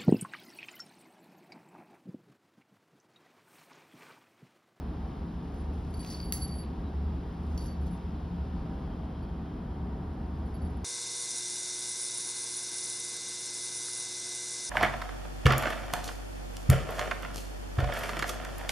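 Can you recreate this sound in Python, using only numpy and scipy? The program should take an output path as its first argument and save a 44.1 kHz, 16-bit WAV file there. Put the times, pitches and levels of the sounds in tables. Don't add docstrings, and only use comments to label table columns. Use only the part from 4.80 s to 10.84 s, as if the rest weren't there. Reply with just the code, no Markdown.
import sys
import numpy as np
from scipy import signal
from scipy.fft import rfft, irfft, next_fast_len
from scipy.io import wavfile

SR = 44100
rng = np.random.default_rng(int(sys.argv[2]) if len(sys.argv) > 2 else 0)


def generate_wav(sig):
    pcm = np.round(np.clip(np.atleast_2d(sig).T, -1, 1) * 32767).astype(np.int16)
    wavfile.write(sys.argv[1], SR, pcm)


N = 266584
TIME = np.arange(N) / SR
BINS = np.fft.rfftfreq(N, 1 / SR)
LOW_HZ = 4567

# (time [s], level [dB], brightness [dB per octave])
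CLACKS = [(.744, -45, 0), (.926, -53, 0), (1.14, -35, -7), (1.2481, -25.5, -9), (1.266, -35, -1),
          (1.283, -37, 1), (1.303, -33, 4), (1.333, -36, -1), (1.355, -37, 5), (1.403, -33, -15),
          (1.415, -36, -3), (1.441, -38, 7), (1.5236, -5, 3.5), (1.5249, -19.5, -8.5), (1.532, -28, -1),
          (1.785, -41, -12), (2.779, -28, -2), (2.861, -48, 0), (3.068, -39, 0)]


def gain_of(db):
    return 10 ** (np.asarray(db) / 20)


def evened(x):
    return x / np.sqrt(np.mean(x ** 2) + 1e-20)


def read(points, hz):
    f, value = np.transpose(points)
    return np.interp(np.log(hz + 1), np.log(f + 1), value)


def level(rows):
    return gain_of(np.interp(TIME, *np.transpose(rows)))


def add(mix, s, sound):
    part = mix[max(round(s * SR), 0):][:len(sound)]
    part += sound[:len(part)]


def fall_60(t, t60):
    return np.exp(-np.log(1000) * t / t60)


def drift(rate_hz, size=N):
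    padded = next_fast_len(size, True)
    hz = np.fft.rfftfreq(padded, 1 / SR)
    a, b = rng.standard_normal((2, len(hz))) * np.exp(-(hz / rate_hz) ** 2)
    return evened(irfft(a + 1j * b, padded)[:size])


def coloured(x, colour, size=1024):
    hz = abs(np.fft.fftfreq(size, 1 / SR))
    log_gain = np.log(gain_of(np.maximum(read(colour, hz), -100)))
    taps = np.fft.ifft(np.exp(np.conj(signal.hilbert(log_gain)))).real
    return signal.oaconvolve(x, taps / np.linalg.norm(taps))[:N]


def noise_pair(colour, width_db, lifts=()):
    db = read(colour, BINS)
    for hz, width, lift in lifts:
        db = db + lift / (1 + (2 * (BINS - hz) / width) ** 2)
    mid, side = rfft(rng.standard_normal((2, N))) * gain_of(db)
    side = side * gain_of(width_db)
    return evened(irfft(np.array([mid + side, mid - side]), N))


def swells(rows, width_hz):
    out = np.zeros(N)
    for s, length, hz, db in rows:
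        t = np.arange(round(length * SR)) / SR
        fuzz = drift(width_hz, size=2 * SR) + 1j * drift(width_hz, size=2 * SR)
        fuzz = fuzz.take(np.arange(len(t)), mode="wrap")
        tone = (fuzz * np.exp(2j * np.pi * hz * t)).real
        add(out, s, gain_of(db) * np.hanning(len(t)) * tone)
    return out


def town():
    # (frequency [Hz], density [dB per Hz])
    rumble_colour = [(20, -43), (30, -16.5), (42, -9), (62, -2.5), (85, -13), (125, -13), (230, -12),
                     (320, -19.5), (440, -24), (500, -30.5), (600, -31.5), (800, -30), (1050, -32),
                     (1900, -43.5), (3500, -71.5)]
    # (frequency [Hz], side minus mid [dB])
    spread = [(25, -56), (50, -57), (80, -36.5), (110, -31), (200, -25), (380, -13.5), (700, -5.5),
              (1290, -4.5), (2400, -9), (3500, -41.5)]
    # (frequency [Hz], width [Hz], lift [dB])
    terrace = [(132.6, 19, 1.5), (304.6, 6.2, 4.5), (429, 4.8, 7.5), (524, 31.5, 6), (646, 18.4, 7),
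               (736, 30, 6), (785, 35, 4.5), (913, 23, 1.5), (943, 14, 7)]
    rumble = noise_pair(rumble_colour, read(spread, BINS), terrace)
    return gain_of(-37.5) * rumble * gain_of(0.43 * drift(2.7))


def hiss():
    # (frequency [Hz], density [dB per Hz])
    hiss_colour = [(1200, -8), (2200, 5), (3200, 6.5), (4300, 1), (5000, 1.5), (6200, -7), (7400, -13.5),
                   (8800, -14), (12000, -15), (13200, -26), (16000, -40.5)]
    # (time [s], level [dB])
    hiss_level = [(0, -64.5), (2.3, -64.5), (3.8, -64), (5.1, -67), (6.04, -65)]
    return level(hiss_level) * noise_pair(hiss_colour, width_db=-27.5)


def chirps():
    # (start [s], length [s], frequency [Hz], level [dB])
    calls = [(2.02, 0.095, 3900, -66), (3.1, 0.1, 3560, -73), (3.4, 2.1, 3170, -73)]
    return swells(calls, width_hz=190)


def drone(hz, wander_hz, db, throb):
    # (time [s], change of the steady part [dB])
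    effort = [(0, -1.5), (1.6, 0), (3.4, 2), (4.3, -2), (4.9, -0.5), (5.2, 0.5), (6.04, -0.5)]
    # (peak [s], length [s], frequency of that drone [Hz], level [dB])
    surges = [(0.833, 0.22, 73, -37.5), (2.246, 0.34, 73, -31.5), (2.718, 0.15, 73, -31),
              (3.032, 0.16, 73, -32.5), (3.127, 0.086, 172.5, -35.5), (3.539, 0.11, 172.5, -37.5),
              (3.753, 0.082, 172.5, -37), (5.867, 0.12, 73, -32.5)]
    turns = np.cumsum(hz + wander_hz * drift(6.49)) / SR
    steady = gain_of(db) * level(effort) * evened(1 + throb * drift(15.0))
    surge = np.zeros(N)
    for s, length, surge_hz, surge_db in surges:
        if abs(np.log2(surge_hz / hz)) < .5:
            add(surge, s - length / 2, gain_of(surge_db) * np.hanning(round(length * SR)) ** .5)
    return np.sqrt(2) * np.hypot(steady, surge) * np.sin(2 * np.pi * turns)


def background():
    # (frequency [Hz], wander [Hz], level [dB], throb [share of the level])
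    deep_drone = (73, 2, -41, 0.33)
    high_drone = (172.5, 3, -46.5, 0)
    return town() + drone(*deep_drone) + drone(*high_drone) + hiss() + chirps()


def walls(x, first_s=0.0065, build_s=0.0031, uneven_db=8, width_db=-16, size=36):
    # (frequency [Hz], t60 [s])
    ring_times = [(1000, 0.63), (5000, 0.48), (11000, 0.29), (16000, 0.17)]
    taps = np.zeros((2, SR))
    slots = np.arange(round(first_s * SR), SR - size, size)
    at = slots + rng.integers(0, size, (2, len(slots)))
    strength = gain_of(rng.uniform(-uneven_db, uneven_db, at.shape))
    strength = strength * (1 - np.exp(-at / SR / build_s))
    np.put_along_axis(taps, at, rng.choice([-1, 1], at.shape) * strength, 1)
    hz, t, z = signal.stft(taps, SR, nperseg=256)
    mid, side = signal.istft(z * fall_60(t, read(ring_times, hz)[:, None]), SR)[1]
    tail = mid + gain_of(width_db) * np.array([side, -side])
    return signal.fftconvolve(x[None], tail / np.linalg.norm(mid), axes=1)[:, :N]


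def movement(rest_db=-85):
    # (peak [s], rise time [s], fall time [s], level [dB])
    moves = [(.29, .06, .06, -76), (.79, 0.13, 0.077, -70), (.95, 0.036, 0.051, -71),
             (1.31, .12, 0.09, -55), (1.66, .1, 0.09, -63), (2.85, 0.17, 0.027, -63),
             (3.08, 0.082, 0.11, -69), (5.82, 0.56, .3, -75.5)]
    power = gain_of(rest_db) ** 2
    for s, rise, fall, db in moves:
        shape = np.exp(-np.maximum((s - TIME) / rise, (TIME - s) / fall))
        power = power + (gain_of(db) * shape) ** 2
    return np.sqrt(power)


def rustle(grains_per_s=3500, spread_db=4, clump_db=5.0, clump_hz=130):
    # (frequency [Hz], density [dB per Hz])
    rustle_colour = [(800, -24), (1600, -7.5), (3900, -6), (4700, -5), (6200, -6), (7500, -12),
                     (9000, -8.5), (11200, -15), (13000, -13), (14600, -19), (15600, -16), (16000, -27)]
    sizes = gain_of(spread_db * np.minimum(rng.exponential(1, N), 4)) * rng.choice([-1, 1], N)
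    slips = rng.random(N) < grains_per_s / SR
    snaps = sizes * slips * gain_of(clump_db * np.tanh(drift(clump_hz)))
    return movement() * evened(coloured(snaps, rustle_colour))


def scrapes():
    # (start [s], length [s], frequency [Hz], level [dB])
    rubs = [(.75, .1, 10050, -75), (.92, .05, 10000, -76), (1.163, .03, 10050, -61),
            (1.15, .05, 12800, -66)]
    return swells(rubs, width_hz=120)


def flaps():
    slaps = [(1.247, 0.0045, 3050, -58), (1.261, .005, 5400, -51), (1.2735, 0.0055, 5000, -52),
             (1.3, .004, 5400, -52), (1.305, 0.0044, 5660, -44), (1.3105, .005, 5620, -45),
             (1.316, 0.032, 5380, -54), (1.4, .008, 5600, -60), (1.785, 0.0052, 5600, -57),
             (1.836, .005, 3000, -54), (1.846, 0.0036, 3330, -57), (2.7755, 0.0052, 5570, -46),
             (2.855, 0.028, 5950, -59)]
    return swells(slaps, width_hz=1300)


def clacks(rebound_s=0.00025, rebound=0.13, chatter_db=-26, chatter_s=0.0042):
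    # (frequency [Hz], density [dB per Hz])
    clack_colour = [(700, -40), (1300, -21.5), (2400, -9), (3900, -9.5), (4650, -2.5), (5500, -6),
                    (6600, -3.5), (8000, -13.5), (9300, -11), (10500, -4), (12300, -1), (14100, -2),
                    (15000, -3), (16000, -19)]
    out, t = np.zeros(N), np.arange(SR // 20) / SR
    for s, db, tilt in CLACKS:
        knock = gain_of(chatter_db) * np.exp(-t / chatter_s) * rng.standard_normal(len(t))
        knock[0] += 1
        knock[round(rebound_s * SR)] += rebound
        colour = [(hz, band_db + tilt * np.log2(hz / LOW_HZ)) for hz, band_db in clack_colour]
        add(out, s, gain_of(db) * coloured(knock, colour))
    return out


def buckle(rattle=0.66, rattle_hz=70):
    # (frequency [Hz], level against the clack before its tilt [dB], t60 [s])
    buckle_modes = [(5510, -55, .2), (6020, -54, .2), (6600, -49, .2), (8690, -60, .2), (9850, -52, .17),
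                    (10200, -53, .17), (11950, -54, .18), (15680, -55, .25)]
    out, t = np.zeros(N), np.arange(SR // 3) / SR
    for hz, mode_db, t60 in buckle_modes:
        strength = np.zeros(N)
        for s, db, tilt in CLACKS:
            zing_db = db + mode_db + tilt * np.log2(hz / LOW_HZ)
            add(strength, s, gain_of(zing_db) * fall_60(t, t60))
        tone = np.sin(2 * np.pi * (hz * TIME + rng.random()))
        out += strength * (1 + rattle * drift(rattle_hz)) * tone
    return out


def skips(per_s=80, t60_s=0.084, spread_db=5.5, twins_db=-3):
    # (start [s], length [s], level of the low mode [dB])
    runs = [(1.212, .3, -66.5), (2.78, 0.11, -70)]
    rows = []
    for start, length, db in runs:
        chance = rng.standard_normal((64, 4))
        for k, (late, *luck) in enumerate(chance[:round(length * per_s)]):
            mode_db = db + np.array([0, twins_db, twins_db]) + spread_db * np.array(luck)
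            rows.append((start + (k + .5 * late) / per_s, 0, *mode_db, t60_s))
    return rows


def bell(wander_hz=16, jolt_turns=0.6, roll=0.28, roll_hz=110, settle=1.84, attack_s=0.00046, trim_db=-1.5):
    # (time [s], shift of the low mode [Hz], low mode, lower twin, upper twin [dB before the trim], t60 [s])
    strikes = [(1.105, 0, -80, -62, -76, .03), (1.14, 50, -47, -64, -51, 0.029),
               (1.166, -1, -58, -64, -66, .06), (1.193, 10, -51, -51, -70, 0.043),
               (1.204, 13.5, -49, -45, -66, 0.052), (1.229, 22.5, -51, -59, -60, .06),
               (1.263, -2.5, -51, -64, -64, .05), (1.281, -13, -49, -60, -62, .05),
               (1.2995, 15.5, -47, -50, -55, 0.1), (1.3213, -0.5, -50, -58, -56, .05),
               (1.343, -12, -40, -62, -62, .04), (1.363, -4.5, -61, -55, -66, 0.073),
               (1.399, 21.5, -42, -70, -70, .02), (1.4022, 17, -31.5, -66, -66, 0.011),
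               (1.411, 111, -45, -64, -66, 0.031), (1.428, 10.5, -43, -66, -66, .035),
               (1.44, 0, -54, -59, -62, 0.27), (1.451, 14, -49, -65, -67, 0.057),
               (1.5238, 54, -50, -53, -36.5, 0.13), (1.5245, 52, -32, -60, -60.5, .011),
               (1.537, 56, -41, -52, -43, .04), (1.553, 24, -54, -52, -41, .035),
               (1.5675, 36, -37, -65, -59.5, 0.023), (1.592, -1.5, -55, -60, -48, .11),
               (1.615, -14, -44, -64, -58, .06), (1.621, -12.5, -40, -47, -38.5, 0.099),
               (1.646, 4, -48, -60, -40, .045), (1.676, 91, -58, -60, -53, 0.027),
               (1.692, -0.5, -53, -59, -57, .06), (1.708, -0.5, -53, -53, -62, .05),
               (1.7215, 4, -46.5, -61, -54, 0.071), (1.738, 4, -53, -52, -64, .05),
               (1.751, -6, -58.5, -51, -63, 0.27), (1.786, 27, -50, -59, -52.5, 0.11),
               (1.828, 0, -54, -69, -70, .04), (2.777, 14, -46, -72, -59, 0.055),
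               (2.806, 0, -51, -74, -56.5, 0.082), (2.833, -4, -65, -73, -58, .1),
               (2.859, -2, -57, -72, -50, .035), (2.88, -1, -59, -74, -64, 0.15),
               (2.92, 1.5, -59, -76, -67, 0.059), (3.01, 3, -78, -73, -67, 0.087),
               (3.1074, -2.5, -74, -61.5, -75, 0.17), (4.4249, 0, -66, -76, -71, .06),
               (5.655, 1, -70, -76, -69, 0.067), (5.7427, -3, -62, -78, -58, 0.063),
               (5.8165, 0, -62, -59.5, -69, 0.055), (5.847, 2, -65, -60, -68, 0.077),
               (5.9, -2, -69, -72, -67, .055), (5.9666, -3, -74, -62.5, -76, .039),
               (6.014, 0, -75, -77, -76, .06)]
    # (frequency [Hz], level against the strongest main mode [dB])
    overtones = [(6210, -30), (10560, -33), (12070, -36), (15410, -33), (15680, -32)]
    lower_twin_hz, upper_twin_hz = 10897, 11128
    low_twin_hz, low_twin_db = 4700, -11
    choke_s, choke_db_per_s = 1.825, 450

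    t = np.arange(SR // 3) / SR
    times, shifts_hz = np.transpose(strikes)[:2]
    latest = np.maximum(np.searchsorted(times, TIME) - 1, 0)
    mode_hz = [LOW_HZ + shifts_hz[latest], lower_twin_hz, upper_twin_hz, low_twin_hz]
    mode_hz += [hz for hz, _ in overtones]
    energy, out = np.zeros((len(mode_hz), N)), np.zeros(N)
    for s, _, *main_db, t60 in strikes + skips():
        decay = np.exp(-np.log(1000) * (t / max(t60, .01)) ** settle)
        shape = decay * (1 - np.exp(-t / attack_s))
        if s < choke_s:
            shape = shape * gain_of(-choke_db_per_s * np.maximum(s + t - choke_s, 0))
        all_db = main_db + [main_db[0] + low_twin_db] + [max(main_db) + db for _, db in overtones]
        for mode, db in zip(energy, all_db):
            add(mode, s, (gain_of(db) * shape) ** 2)
    for mode, hz in zip(energy, mode_hz):
        flutter = 1 + roll * (LOW_HZ / hz) ** 2 * (drift(roll_hz) + 1j * drift(roll_hz))
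        turns = np.cumsum(hz + wander_hz * LOW_HZ / hz * drift(26.4)) / SR
        turns += jolt_turns * rng.random(len(times))[latest]
        out += np.sqrt(mode) * (flutter * np.exp(2j * np.pi * turns)).real
    return gain_of(trim_db) * out


def scene():
    # (frequency [Hz], relative level [dB])
    sideways_colour = [(1500, 3.5), (3000, -7), (4100, -3), (5000, 1.5), (6600, 1.5), (8300, 3.5),
                       (9500, 0.5), (12000, -5), (13000, -10), (14500, -13), (15600, -7)]
    ring, knocks = bell() + buckle(), clacks()
    collar = rustle() + scrapes() + flaps()
    to_walls = gain_of(-12) * ring
    to_walls = to_walls + gain_of(-5.5) * coloured(knocks, sideways_colour)
    to_walls = to_walls + gain_of(-5.5) * collar
    return ring + knocks + collar + walls(to_walls) + background()


def record(dry):
    # (frequency [Hz], left minus right [dB])
    port_balance = [(0, 0), (90, 0), (170, 1.3), (300, -.2), (700, .8), (1400, 1), (2500, .3), (5000, .2),
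                    (12000, .3)]
    # (frequency [Hz], phase [radians])
    port_phase = [(0, 0), (3700, 0), (4550, .83), (5050, .2), (6500, 2.3), (7400, 3.14), (8500, 4.2),
                  (9800, 6.1), (11200, 6.8), (12000, 8), (13400, 9.4), (16000, 11.2)]
    edge_hz = 16300
    balance = gain_of(np.array([[.5], [-.5]]) * read(port_balance, BINS))
    lag = np.exp(1j * np.array([[0], [-1]]) * read(port_phase, BINS))
    ports = irfft(rfft(dry) * balance * lag, N)
    low_pass = signal.firwin(511, edge_hz, window=("kaiser", 9), fs=SR)
    return signal.oaconvolve(ports, low_pass[None], "same")


dry = scene()
out = record(dry)
generate_wav(out)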